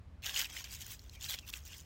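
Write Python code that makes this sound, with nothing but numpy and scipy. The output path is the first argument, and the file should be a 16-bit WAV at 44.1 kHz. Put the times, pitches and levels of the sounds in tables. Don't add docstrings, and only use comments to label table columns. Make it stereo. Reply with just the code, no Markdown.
import sys
import numpy as np
from scipy import signal
from scipy.fft import rfft, irfft
from scipy.io import wavfile
from scipy.ndimage import uniform_filter1d

SR = 44100
rng = np.random.default_rng(int(sys.argv[2]) if len(sys.argv) > 2 else 0)


def digitize_waveform(pressure):
    field = np.atleast_2d(pressure).T
    bounded = np.clip(field, -1, 1)
    quanta = np.round(bounded * 32767).astype(np.int16)
    wavfile.write(sys.argv[1], SR, quanta)


N = 81585

# f/Hz, level/dB
AIR_COLOUR = [(22, -50), (48, -18), (60, 1.5), (84, -0.5), (100, -10), (125, -13), (150, -15), (344, -27.5),
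              (1440, -33.5), (4300, -44), (6000, -49.5), (16000, -64)]
# f/Hz, likeness (0 to 1)
AIR_LIKENESS = [(60, 1), (290, 0.86), (640, 0.19), (1400, 0)]
# t/s, level/dB
WIND_SWELLS = [(0, -52.5), (.25, -53.5), (.33, -57.5), (.6, -57.5), (.74, -53.5), (1.0, -57.5),
               (1.082, -51.5), (1.4, -56.5), (1.62, -52), (1.75, -58)]
RUMBLE_TOP_HZ = 126
HISS_DB = -53.5

# f/Hz, level/dB
LEAF_COLOUR = [(180, -27), (400, -25), (1000, -16), (1840, -11), (2600, -6.5), (3240, -2.5), (4100, -8),
               (5200, -4), (6500, -2), (8000, -8.5), (10000, -19), (12500, -15), (16000, -15)]
# f/Hz, likeness (0 to 1)
LEAF_LIKENESS = [(500, .6), (1200, .93), (5000, .6), (12000, .28)]
# f/Hz, level/dB
LEAF_BALANCE = [(2500, -.5), (7000, 3.2), (10000, -1), (13000, -4)]
PORT_LAG_S = 5.4e-5

GRAINS_PER_S, GRAIN_SPREAD_DB = 4000, 2.3
SCRAPE_T60_S, RING_CYCLES, RING_DB = 0.007, 10.2, 1
TINT_DB, PATCH_DB = 3, 0.5
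TICK_SHARE, TICK_DB = 0.12, 5.5
BODY_HZ, FIZZ_HZ, FIZZ_STEEPNESS = 4500, 9000, 8

# start t/s, fullest t/s, end t/s, level/dB, body level/dB below BODY_HZ, fizz level/dB above FIZZ_HZ
STROKES = [(0.235, 0.275, 0.33, -42, 6, 4.5), (0.332, 0.383, 0.45, -35.5, 4, 5.5),
           (0.42, 0.463, 0.41, -49.5, 8.5, -3), (0.486, 0.512, 0.512, -50.5, 6.5, -1),
           (0.511, 0.587, 0.63, -43.5, 3, 1.5), (0.64, 0.643, 0.67, -50, 6.5, 4),
           (0.648, 0.707, 0.91, -56.5, 5, 6), (0.703, 0.728, 0.77, -40.5, -6.5, 2),
           (0.801, 0.824, 0.835, -46, -0.5, 6.5), (0.826, 0.932, 0.96, -47.5, 1, 7),
           (1.121, 1.16, 1.14, -54.5, 3, 2.5), (1.207, 1.245, 1.31, -42.5, -2.5, 1),
           (1.283, 1.303, 1.333, -39, 2, 7.5), (1.318, 1.345, 1.359, -41, 5, 6),
           (1.369, 1.394, 1.397, -48.5, 0.5, -14), (1.465, 1.504, 1.505, -49, 5, 11.5),
           (1.525, 1.535, 1.595, -47.5, 2.5, 5), (1.65, 1.669, 1.68, -49.5, -1.5, 5.5),
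           (1.679, 1.737, 1.783, -50, 1, 0.5), (1.758, 1.78, 1.824, -49.5, -8.5, -1.5)]
STROKE_EDGE_DB, STROKE_SHAPE = -12, 2.3
STROKE_TAIL_DB, STROKE_TAIL_DB_PER_S = -17, -250
STIR_START_S, STIR_DB, STIR_FIZZ_DB = 0.2215, -64, 2

# t/s, peak level/dB ahead of the stereo ports, ring f/Hz
SNAPS = [(.229, -37.5, 2690), (0.2368, -30.5, 2700), (0.2438, -29, 2670), (0.264, -25, 3020),
         (0.294, -24.5, 2870), (.343, -26, 3270), (0.3616, -18.5, 2860), (0.374, -22, 3130),
         (0.3821, -25.5, 3100), (0.389, -27.5, 6470), (0.4044, -24, 3230), (0.4156, -25, 5250),
         (0.4445, -25, 3000), (.5296, -33.5, 6200), (0.567, -29.5, 2060), (0.6425, -26.5, 4830),
         (.6728, -40, 2510), (0.7296, -30, 6350), (.8104, -34, 5640), (0.821, -31.5, 3020),
         (0.9127, -32, 6330), (0.9932, -36.5, 4260), (1.0954, -37, 4150), (1.2092, -36, 3480),
         (1.2185, -35, 2750), (1.2429, -24.5, 3680), (1.2619, -31, 2650), (1.309, -34, 3700),
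         (1.3284, -31, 3430), (1.3409, -23, 3360), (1.3875, -27.5, 3240), (1.478, -35, 5980),
         (1.4883, -33.5, 3390), (1.4998, -32, 3582), (1.5377, -22.5, 2650), (1.5725, -32, 7430),
         (1.731, -38, 2790)]
# frequency ratio to the ring, level/dB
SNAP_MODES = [(1, 0), (1.27, -2), (1.53, -3)]
SNAP_T60_S, CRACK_T60_S, SNAP_RISE_S = 0.012, 0.013, 0.0005
CRACK_DB = -1
CRACK_BRIGHT_DB = 4.5

# start t/s, length t/s, pitch f/Hz, level/dB before the swell
SQUEAKS = [(0.451, 0.014, 2547, -41), (1.156, 0.034, 2320, -59.5), (1.283, 0.018, 4010, -42.5),
           (1.417, .040, 2630, -59.5), (1.728, 0.015, 2874, -49)]
SQUEAK_WIDTH_HZ = 250

EDGE_HZ = 15950


def gain_of(db):
    return 10 ** (np.asarray(db) / 20)


def evened(x):
    return x / np.sqrt(np.mean(abs(x) ** 2) + 1e-20)


def read(points, hz):
    f, value = np.transpose(points)
    return np.interp(np.log(hz + 1), np.log(f + 1), value)


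def air():
    frames, hz = N // 512 + 5, np.fft.rfftfreq(2048, 1 / SR)
    a, b, c, d = rng.standard_normal((frames, 1025, 4)).T
    same = np.clip(read(AIR_LIKENESS, hz), -1, 1)[:, None]
    left, other = a + 1j * b, c + 1j * d
    right = same * left + np.sqrt(1 - same ** 2) * other
    z = np.array([left, right]) * gain_of(read(AIR_COLOUR, hz))[:, None]
    low = 1 / (1 + (hz / RUMBLE_TOP_HZ) ** 4)[:, None]
    rumble, hiss = (signal.istft(z * w, nperseg=2048, noverlap=1536)[1][:, :N] for w in (low, 1 - low))
    scale = np.sqrt(np.mean(rumble ** 2))
    power = uniform_filter1d((rumble ** 2).mean(0), size=3000)
    steady = rumble / np.sqrt(power + 0.22 * scale ** 2)
    swell_db = np.interp(np.arange(N) / SR, *np.transpose(WIND_SWELLS))
    return steady * gain_of(swell_db) + gain_of(HISS_DB) * hiss / scale


def ports(z, other, hz):
    same = np.clip(read(LEAF_LIKENESS, hz), 0, 1)
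    tilt = gain_of(read(LEAF_BALANCE, hz) / 2)
    lag = np.exp(-2j * np.pi * hz * PORT_LAG_S)
    right = same * z * lag + np.sqrt(1 - same ** 2) * other
    return np.array([z * tilt, right / tilt])


def colour(pair):
    hz, z = np.fft.rfftfreq(N, 1 / SR), rfft(pair)
    z = z / np.sqrt(uniform_filter1d(abs(z) ** 2, size=1500, axis=1))
    return irfft(ports(*z, hz) * gain_of(read(LEAF_COLOUR, hz)), N)


def patches(shape, bins, frames):
    smooth = uniform_filter1d(rng.standard_normal(shape), bins, axis=0)
    return evened(uniform_filter1d(smooth, frames, axis=1))


def strokes(hz, t):
    body = 1 / (1 + (hz / BODY_HZ) ** 6)
    fizz = 1 - 1 / (1 + (hz / FIZZ_HZ) ** FIZZ_STEEPNESS)
    power = np.outer(gain_of(STIR_DB + STIR_FIZZ_DB * fizz) ** 2, t > STIR_START_S)
    for start, full, end, level_db, body_db, fizz_db in STROKES:
        before = (full - t) / max(full - start, 1e-3)
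        after = (t - full) / max(end - full, 1e-3)
        away = np.where(t < full, before, after)
        tail_db = np.where(t > full, STROKE_TAIL_DB + STROKE_TAIL_DB_PER_S * (t - end), -150)
        tail_db = np.minimum(tail_db, STROKE_TAIL_DB)
        swell_db = np.maximum(STROKE_EDGE_DB * away ** STROKE_SHAPE, tail_db)
        colour_db = (body * body_db + fizz * fizz_db)[:, None]
        power = power + gain_of(level_db + colour_db + swell_db) ** 2
    return np.sqrt(power) * (t > STIR_START_S)


def crackle():
    size = gain_of(GRAIN_SPREAD_DB * np.minimum(rng.exponential(1, N), 5))
    size *= rng.random(N) < GRAINS_PER_S / SR
    kind, t, pair = rng.integers(0, 80, N), np.arange(400) / SR, np.zeros((2, N))
    for k, hz in enumerate(np.geomspace(1500, 15000, num=80)):
        scrape = rng.standard_normal((2, len(t))) * gain_of(-60 * t / SCRAPE_T60_S)
        ring = np.sin(2 * np.pi * (hz * t + rng.random((2, 1)))) * np.exp(-hz * t / RING_CYCLES * 2)
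        grain = scrape + gain_of(RING_DB) * ring
        pair += signal.oaconvolve((size * (kind == k))[None], grain)[:, :N]
    z = signal.stft(colour(pair), nperseg=512)[2]
    tint_db = TINT_DB * patches(z.shape[1:], bins=3, frames=4)
    tinted = signal.istft(z * gain_of(tint_db), nperseg=512)[1]
    hz, t, z = signal.stft(evened(tinted), SR, nperseg=128)
    ticks = (rng.random(len(t)) < TICK_SHARE) * np.minimum(rng.exponential(1, len(t)), 2)
    flick_db = TICK_DB * np.outer(np.minimum(hz / FIZZ_HZ, 1), ticks)
    patch_db = PATCH_DB * patches(z.shape[1:], bins=4, frames=3)
    shaped = z * strokes(hz, t) * gain_of(flick_db + patch_db)
    return signal.istft(shaped, SR, nperseg=128)[1][:, :N]


def snaps():
    t, pair = np.arange(1024) / SR, np.zeros((2, N + 1024))
    hz = np.fft.rfftfreq(len(t), 1 / SR)
    crack_db = read(LEAF_COLOUR, hz) + CRACK_BRIGHT_DB * np.log2(hz / BODY_HZ + 0.57)
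    noises = rng.standard_normal((len(SNAPS), 2, len(t)))
    for (start, peak_db, ring_hz), noise in zip(SNAPS, noises):
        burst = noise * gain_of(-60 * t / CRACK_T60_S)
        crack = irfft(rfft(burst) * gain_of(crack_db))
        turns = 2 * np.pi * ring_hz * t + np.array([[0], [1]])
        ring = sum(gain_of(db) * np.sin(ratio * turns) for ratio, db in SNAP_MODES)
        ring = ring * gain_of(-60 * t / SNAP_T60_S)
        both = ring + gain_of(CRACK_DB) * crack / abs(crack).max()
        both = both * np.minimum(t / SNAP_RISE_S, 1)
        pair[:, round(start * SR):][:, :len(t)] += gain_of(peak_db) * both / abs(both).max()
    return irfft(ports(*rfft(pair[:, :N]), np.fft.rfftfreq(N, 1 / SR)), N)


def squeaks():
    pair = np.zeros((2, N))
    smooth = signal.butter(2, SQUEAK_WIDTH_HZ / SR)
    noises = rng.standard_normal((len(SQUEAKS), 4, 4096))
    for (start, length, hz, level_db), noise in zip(SQUEAKS, noises):
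        t = np.arange(round(length * SR)) / SR
        slow = signal.lfilter(*smooth, noise[:2] + 1j * noise[2:])[:, -len(t):]
        tone = evened((slow * np.exp(2j * np.pi * hz * t)).real)
        swell = np.sqrt(np.sin(np.pi * t / length))
        pair[:, round(start * SR):][:, :len(t)] += gain_of(level_db) * tone * swell
    return irfft(ports(*rfft(pair), np.fft.rfftfreq(N, 1 / SR)), N)


def scene():
    return crackle() + snaps() + squeaks() + air()


def record(dry):
    low_pass = signal.firwin(511, EDGE_HZ, window=("kaiser", 9), fs=SR)
    return signal.oaconvolve(dry, low_pass[None], "same")


dry = scene()
out = record(dry)
digitize_waveform(out)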